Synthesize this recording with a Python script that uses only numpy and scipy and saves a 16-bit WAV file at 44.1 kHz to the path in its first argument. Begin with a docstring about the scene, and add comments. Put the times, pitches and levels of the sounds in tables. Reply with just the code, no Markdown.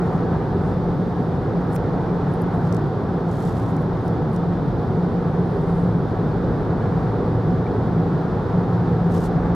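"""Driving through a road tunnel

Inside a car in traffic, rough asphalt shakes the cabin into a low boom, with a few soft thuds.
The air in the tyres rings and beats, and the tunnel roars dully through the glass.
The engine hums and pulls harder in the second half; close by, something brushes and ticks faintly."""
import sys
import numpy as np
from scipy import signal
from scipy.fft import rfft, irfft, next_fast_len
from scipy.io import wavfile

SR = 44100
rng = np.random.default_rng(int(sys.argv[2]) if len(sys.argv) > 2 else 0)


def waveform_to_disk(signal):
    """Save audio, clipped to [-1, 1], as 16-bit WAV at the path in sys.argv[1]."""
    frames = np.transpose(np.atleast_2d(signal))
    scaled = np.clip(frames, -1, 1) * 32767
    samples = np.round(scaled).astype(np.int16)
    wavfile.write(sys.argv[1], SR, samples)


N = 421138
T = np.arange(N) / SR
HZ = np.fft.rfftfreq(N, 1 / SR)


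def amp(db):
    """Turns decibels into a factor to multiply by."""
    return 10 ** (np.asarray(db) / 20)


def unit(x):
    """Scales a signal to an average power of 1."""
    return x / np.sqrt(np.mean(x ** 2) + 1e-20)


def read(points, hz):
    """Looks up frequencies in a table, joining its points on a logarithmic frequency axis."""
    f, value = np.transpose(points)
    return np.interp(np.log(hz + 1), np.log(f + 1), value)


def follow(rows):
    """Turns a table of times and values into one curve per value column."""
    times, *columns = np.transpose(rows)
    return [np.interp(T, times, column) for column in columns]


def add(mix, start, sound):
    """Adds a sound to the mix at a start time in seconds."""
    part = mix[:, round(start * SR):][:, :sound.shape[-1]]
    part += sound[..., :part.shape[1]]


def drift(rate_hz):
    """A smooth random wobble, up to about the given rate."""
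    hz = np.fft.rfftfreq(4096, 1 / 256)
    wander = irfft(rfft(rng.standard_normal(4096)) / np.sqrt(1 + (hz / rate_hz) ** 6))
    return unit(np.interp(T * 256, np.arange(len(wander)), wander))


def band(hz, centre_hz, octaves):
    """A bell-shaped filter that keeps the frequencies near its centre."""
    return np.exp(-.5 * (np.log2((hz + 1) / centre_hz) / octaves) ** 2)


def pulse(t, rise_s):
    """A level that swells to 1 at rise_s and then dies away."""
    return (t / rise_s) ** 2 * np.exp(2 * (1 - t / rise_s))


def cabin_noise(colour):
    """Stereo noise with the given spectrum: left and right are alike in the bass, less so higher up."""
    # how alike the two sides are: f/Hz, likeness (1 = the same)
    likeness = [(60, 0.96), (110, 1), (200, 0.94), (380, 0.97), (700, 0.9), (1290, 0.84), (2380, 0.64),
                (4400, 0.72), (8120, 0.66), (15000, 0.32)]
    # how much louder the left is: f/Hz, level/dB
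    left_louder = [(60, 0.5), (110, 0.65), (200, 0.93), (380, -1.5), (700, -2.0), (1290, -0.19),
                   (2380, 1.0), (4400, 0.96), (8120, 0.5), (15000, 0.0)]
    # how far ahead the left is: f/Hz, phase/rad
    left_ahead = [(0, -0.058), (260, -0.18), (1800, 0.36), (2600, .1), (5000, -0.046)]
    size = next_fast_len(N, True)
    hz = np.fft.rfftfreq(size, 1 / SR)
    left, other = rfft(rng.standard_normal((2, size)))
    same = np.clip(read(likeness, hz), 0, 1)
    right = (same * left + np.sqrt(1 - same ** 2) * other) * np.exp(-1j * read(left_ahead, hz))
    lean = amp(read(left_louder, hz) / 2)
    spectra = np.array([left * lean, right / lean]) * np.interp(hz, HZ, colour)
    return unit(irfft(spectra, size)[:, :N])


def resonance(hz, width_hz):
    """Something that rings, shaken at random, gives an unsteady tone."""
    angle = 2 * np.pi * np.cumsum(hz * np.ones(N)) / SR
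    return unit(drift(width_hz / 2) * np.cos(angle) + drift(width_hz / 2) * np.sin(angle))


def road(rumble_db=-23, boom_db=-27.5, lumps_db=0.5, deep_db=-23.0, deep_hz=70):
    """The grain of the asphalt shakes the car until it rumbles and booms, more on coarse stretches."""
    # spectrum of the rumble: f/Hz, level/dB
    spectrum = [(15, -39), (23, -26), (34, -12.5), (40, -12.5), (48, -9.5), (66, -13), (92, -7),
                (126, -3.5), (165, -1), (205, -8), (270, -8), (325, -10.5), (385, -8), (620, -19.5)]
    # rise and fall as the road surface changes: t/s, level/dB
    surface = [(0, -20), (1.3, -23), (2.6, -22.5), (3.3, -25), (4.4, -21.5), (5.2, -19.5), (6.1, -22.5),
               (7.3, -19.5), (8.2, -19.5), (9.55, -21)]
    # rise and fall of the deepest bass: t/s, level/dB
    deep_levels = [(0, 0), (.3, 1), (1.5, 1), (2.4, 0), (2.9, -2), (4.2, -3.5), (4.55, 1.5), (5.35, -1),
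                   (5.7, 2.5), (6.9, 2.5), (8, -0.5), (8.95, -0.5), (9.35, 6)]
    # notes at which tyres and cabin boom: f/Hz, width/Hz, level/dB
    boom_notes = [(94.5, 5, -12), (113.3, 6.9, -11), (154.1, 8.2, -5), (223.6, 13, -20), (432.7, 18, -17.5),
                  (477.2, 25.7, -11)]
    (surface_db,), (heave_db,) = follow(surface), follow(deep_levels)
    swell_db = surface_db - surface_db.mean()
    colour = amp(read(spectrum, HZ)) / np.sqrt(1 + (HZ / 700) ** 8)
    deep_share = 1 / (1 + (HZ / deep_hz) ** 10)
    parts = colour * np.sqrt(deep_share), colour * np.sqrt(1 - deep_share)
    deep, rumble = (cabin_noise(part) * np.linalg.norm(part) / np.linalg.norm(colour) for part in parts)
    booms = sum(amp(db) * resonance(hz, width) for hz, width, db in boom_notes)
    body = amp(rumble_db + 0.2 * swell_db) * rumble + amp(boom_db + 0.98 * swell_db) * booms
    return amp(lumps_db * drift(7.1)) * (body + amp(deep_db + heave_db) * deep)


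def tyres(ring_db=-4.0, second_db=-13, beat_hz=3.5, wander_hz=1.3, roughness=.38):
    """The air in two tyres rings at close, wavering pitches, so their sum throbs (beats)."""
    # strength of the ringing: t/s, level/dB
    levels = [(0, -25), (.3, -22), (.75, -24), (1.08, -21.5), (1.2, -35), (1.45, -29), (1.6, -25),
              (1.88, -23), (2.2, -22.5), (2.5, -21.5), (2.65, -18), (2.8, -28.5), (3.03, -36),
              (3.15, -22.5), (3.55, -27.5), (4.08, -22.5), (4.24, -31), (4.38, -20), (4.8, -32.5),
              (5.08, -18), (5.55, -20.5), (5.94, -17), (6.06, -31), (6.22, -24), (6.4, -21), (6.56, -33.5),
              (6.85, -25), (7.2, -18), (7.55, -24), (7.84, -35), (7.97, -18.5), (8.15, -26), (8.43, -32),
              (8.57, -13.5), (8.74, -23.5), (9.17, -17.5), (9.44, -18), (9.55, -25)]
    # pitch of the first tyre: t/s, f/Hz
    pitches = [(0, 175.5), (.6, 176.8), (1.1, 176.4), (1.9, 178), (2.6, 174.5), (3.9, 173.6), (4.4, 174.7),
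               (5.3, 177.5), (5.8, 173.7), (6.35, 179.2), (7.05, 170.8), (7.45, 178), (8, 170.5),
               (8.6, 177.4), (9.1, 171.5), (9.55, 174.8)]
    (level_db,), (hz,) = follow(levels), follow(pitches)
    first, second = (np.sin(2 * np.pi * np.cumsum(pitch + wander_hz * drift(6.25)) / SR)
                     for pitch in (hz, hz - beat_hz))
    ring = unit(first + amp(second_db) * second)
    return amp(level_db + ring_db) * unit(ring + roughness * resonance(hz, width_hz=15))


def reflections(echo_db=-15, fade_s=0.13, count=60):
    """Echoes off the glass and dashboard make a filter with many small peaks and dips."""
    delay, sign = rng.uniform(.003, .05, count), rng.choice([-1, 1], count)
    echoes = np.bincount((delay * SR).astype(int), sign * amp(-60 * delay / fade_s), N)
    return abs(1 + amp(echo_db) * rfft(echoes) / np.linalg.norm(echoes))


def tunnel(roar_db=-31.5, swell_db=0.74, flutter_db=0.36):
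    """Traffic roars steadily in the tunnel, muffled by the glass."""
    # spectrum of the roar: f/Hz, level/dB
    spectrum = [(150, -26), (450, -0.5), (620, -5.5), (730, 1), (880, -2.5), (1000, -5.5), (1350, -9.5),
                (1750, -17), (2200, -26.5), (2700, -33), (4000, -35.5)]
    glass = HZ / (HZ + 100) / np.sqrt(1 + (HZ / 4000) ** 6)  # shuts out treble and deep bass
    level = amp(roar_db + swell_db * drift(.6) + flutter_db * drift(14))
    return level * cabin_noise(amp(read(spectrum, HZ)) * glass * reflections())


def air_hiss(level_db=-57, flutter_db=0.43):
    """Air hisses past the door seals."""
    # spectrum of the hiss: f/Hz, level/dB
    spectrum = [(1500, -26), (2700, -6), (3500, 4), (5000, -3), (7000, -16.5), (8500, -21), (10800, -19.5),
                (12500, -20), (15500, -24.5)]
    # narrow peaks high in the hiss: f/Hz, width/Hz, lift/dB
    peaks = [(9300, 250, 6.5), (10720, 300, 5), (11350, 300, 2)]
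    lift_db = sum(db / (1 + (2 * (HZ - hz) / width) ** 2) for hz, width, db in peaks)
    return amp(level_db + flutter_db * drift(8.8)) * cabin_noise(amp(read(spectrum, HZ) + lift_db))


def engine(level_db=-0.85, uneven_db=1.2, waver_hz=.35):
    """The engine's low, unsteady tones come through the cabin's front wall, louder as it works harder."""
    # coasting, then pulling: t/s, firing rate/Hz, load/dB
    running = [(0, 57.2, -36), (.5, 57, -30.5), (.75, 57, -37), (1.45, 56.9, -36.5), (1.8, 56.8, -28.5),
               (2.4, 56.4, -37), (2.75, 56, -28.5), (3.3, 55.8, -41.5), (3.55, 55.8, -27), (4.2, 55, -36),
               (4.55, 54.6, -44), (4.85, 54.2, -33.5), (5.35, 53.8, -43.5), (5.75, 53.9, -30.5),
               (6.25, 54.3, -30.5), (6.75, 54.9, -30), (7.45, 55.9, -26), (7.95, 56.35, -27),
               (8.3, 56.4, -32.5), (8.55, 56.6, -28.5), (9, 56.7, -26.5), (9.25, 56.9, -31),
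               (9.55, 57.3, -26)]
    # the engine's tones: multiple of the firing rate
    multiples = [1, 1.5, 2, 3, 5]
    # strength of each tone: level/dB
    levels = [-8.5, -10.5, 0.5, -11.5, -8]
    # how much each tone follows the load: share (1 = fully)
    load_shares = [0.5, 0.89, 1, 0.57, .6]
    hz, load_db = follow(running)
    firings = np.cumsum(hz + waver_hz * drift(4)) / SR
    pull_db = load_db - load_db.mean()
    hum = np.zeros(N)
    for multiple, db, share in zip(multiples, levels, load_shares):
        level = amp(db + share * pull_db + uneven_db * drift(5.3))
        hum += level * unit(np.sin(2 * np.pi * (multiple * firings + rng.random())))
    return amp(load_db.mean() + level_db) * hum


def friction(moves, spectrum, level_db, grain_db, roundness, fade_db=20):
    """Sliding surfaces make a grainy hiss; each move gains fade_db as it rises, loses it as it falls."""
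    power = np.zeros(N)
    for peak_s, db, rise, fall in moves:
        from_peak = np.maximum((peak_s - T) / rise, (T - peak_s) / fall)
        power += amp(db - fade_db * np.minimum(from_peak, 10) ** roundness) ** 2
    grain = amp(level_db + grain_db * drift(100))
    return np.sqrt(power) * grain * cabin_noise(amp(read(spectrum, HZ)))


def rubs():
    """Surfaces rub firmly together with a broad hiss."""
    # the rubs: peak t/s, level/dB, rise/s, fall/s
    moves = [(.12, -68.5, .4, 0.16), (.66, -68, .14, .16), (1.17, -74, .3, .3), (2.68, -65, 0.13, .15),
             (3.34, -61.5, 0.1, .16), (3.455, -56, 0.16, .15), (3.585, -59.5, .1, .13),
             (3.68, -62.5, .08, .09), (7.0, -71.5, .15, .15), (9.153, -52.5, 0.057, 0.058),
             (9.25, -51, 0.072, 0.043)]
    # their spectrum: f/Hz, level/dB
    spectrum = [(1000, -11.5), (3500, 3.5), (6500, 1), (10000, -3), (13000, -6), (15500, -15)]
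    return friction(moves, spectrum, level_db=2.7, grain_db=2.2, roundness=1.8)


def roar_surges(level_db=-1):
    """The roar swells briefly around 400 Hz."""
    # the surges: peak t/s, level/dB, half length/s
    surges = [(0.095, -38, 0.031), (0.253, -26, 0.036), (.57, -34.5, 0.044), (0.73, -31, 0.045),
              (1.14, -33, 0.046), (1.494, -25, .04), (1.929, -33, 0.055), (2.112, -25.5, .04),
              (5.547, -29, .05), (6.45, -27, .04), (7.47, -30, 0.044)]
    swell = sum(amp(db) * np.exp(-((T - peak_s) / half) ** 2) for peak_s, db, half in surges)
    return amp(level_db) * swell * cabin_noise(band(HZ, centre_hz=410, octaves=0.36))


def thuds_and_swells():
    """Short low thuds from the road, and slower swells in the rumble."""
    # thuds (quick rise) and swells (slow rise): t/s, level/dB, f/Hz, rise/s
    low_pulses = [(0.145, -11, 153, 0.0066), (.24, -27, 80, .07), (.51, -21.5, 90.6, 0.051),
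                  (1.3, -27.5, 90, 0.076), (2.2, -19.5, 142.5, .05), (2.629, -13.5, 151, 0.0082),
                  (2.66, -30, 93, 0.055), (2.78, -16.5, 149, 0.049), (3.53, -27, 96.2, 0.079),
                  (4.25, -24, 219.3, 0.055), (4.84, -21, 150.3, 0.05), (8.137, -10, 145, 0.0075),
                  (8.57, -16, 151, 0.0076), (9.36, -14.5, 140, 0.0074)]
    out, t = np.zeros((2, N)), np.arange(SR // 2) / SR
    for start, db, hz, rise in low_pulses:
        add(out, start, amp(db) * pulse(t, rise) * np.sin(2 * np.pi * (hz * t + rng.random())))
    return out


def brush_strokes():
    """Light strokes give a thin hiss; most build up until they catch."""
    # the strokes: peak t/s, level/dB, rise/s, fall/s
    moves = [(1.757, -50, .06, .009), (2.33, -63, .1, .07), (2.417, -61, .04, .02), (2.55, -66, 0.083, .1),
             (3.81, -67, .1, .08), (4.075, -64, .13, .02), (4.355, -58, .055, .014)]
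    # their spectrum: f/Hz, level/dB
    spectrum = [(2000, -23), (5000, -12), (7000, -8), (9300, -1), (10200, -2.5), (11200, 0), (12300, -12),
                (15500, -12)]
    return friction(moves, spectrum, level_db=-1.0, grain_db=3.0, roundness=1.05)


def ticks(ring_db=-7, rise_s=.0006):
    """Plastic catches and lets go: each tick is a dry crack with a brief ring."""
    # the ticks: t/s, level/dB, centre f/Hz, spread/octaves, time to fade by 60 dB/s
    catches = [(1.7552, -38, 10800, .33, .028), (1.7620, -31, 7000, 1.1, .007),
               (1.7619, -27, 1800, .35, .009), (2.337, -50, 10000, .2, .025),
               (2.419, -46, 11000, .25, .018), (2.7246, -37.5, 5400, .7, .017),
               (2.7346, -48, 7000, .4, .012), (2.7464, -39.5, 5800, .7, .014),
               (2.767, -37.5, 3700, .95, .012), (3.313, -47, 6500, .6, .025),
               (3.7654, -41.5, 6000, .8, .011), (3.817, -52, 11000, .6, .011),
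               (4.080, -39.5, 6200, 1.0, .009), (4.3622, -39, 5500, .8, .009)]
    # notes the plastic rings with: f/Hz, level/dB, time to fade by 60 dB/s
    plastic_notes = [(2100, -12, .025), (3580, -3, .02), (4300, -14, .012), (5250, -3, .025),
                     (5780, -7, .022), (7700, -12, .018), (11150, -10, .018)]
    out, t = np.zeros((2, N)), np.arange(2048) / SR
    hz = np.fft.rfftfreq(len(t), 1 / SR)
    for start, db, centre, spread, fade_s in catches:
        shared, *sides = rng.standard_normal((3, len(t)))
        colour = band(hz, centre, spread)
        crack = unit(irfft(rfft(shared + 1.3 * np.array(sides)) * colour)) * amp(-60 * t / fade_s)
        ring = np.zeros(len(t))
        for f, note_db, ring_s in plastic_notes:
            level = np.interp(f, hz, colour) * amp(note_db + ring_db - 60 * t / ring_s)
            ring += level * np.sin(2 * np.pi * f * t)
        add(out, start, amp(db) * np.minimum(t / rise_s, 1) * (crack + ring))
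    return out


def squeaks(rise_s=0.0034):
    """The cabin's trim gives short, high squeaks."""
    # the squeaks: t/s, level/dB, f/Hz
    notes = [(3.778, -45, 2240), (7.664, -38.5, 2310)]
    out, t = np.zeros((2, N)), np.arange(2048) / SR
    for start, db, hz in notes:
        add(out, start, amp(db) * pulse(t, rise_s) * np.sin(2 * np.pi * hz * t))
    return out


def slide():
    """One long, soft slide makes a narrow, high hiss."""
    # the slide: peak t/s, level/dB, rise/s, fall/s
    moves = [(5.78, -66.5, .6, .3)]
    # its spectrum: f/Hz, level/dB
    spectrum = [(4000, -11.5), (7300, -3), (9000, -3), (10100, 2), (11000, -4.5), (12500, -13),
                (15500, -19)]
    return friction(moves, spectrum, level_db=-2.0, grain_db=2.5, roundness=1.7)


def scene():
    """Mixes the noise of driving with the small sounds close by."""
    brushing = brush_strokes() + rubs() + slide()
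    driving = road() + roar_surges() + thuds_and_swells() + tyres() + tunnel() + air_hiss() + engine()
    return driving + brushing + ticks() + squeaks()


def record(dry, cutoff_hz=15720):
    """Cuts away the very highest treble."""
    lowpass = signal.firwin(511, cutoff_hz, window=("kaiser", 9), fs=SR)
    return signal.oaconvolve(dry, lowpass[None], "same")


dry = scene()
out = record(dry)
waveform_to_disk(out)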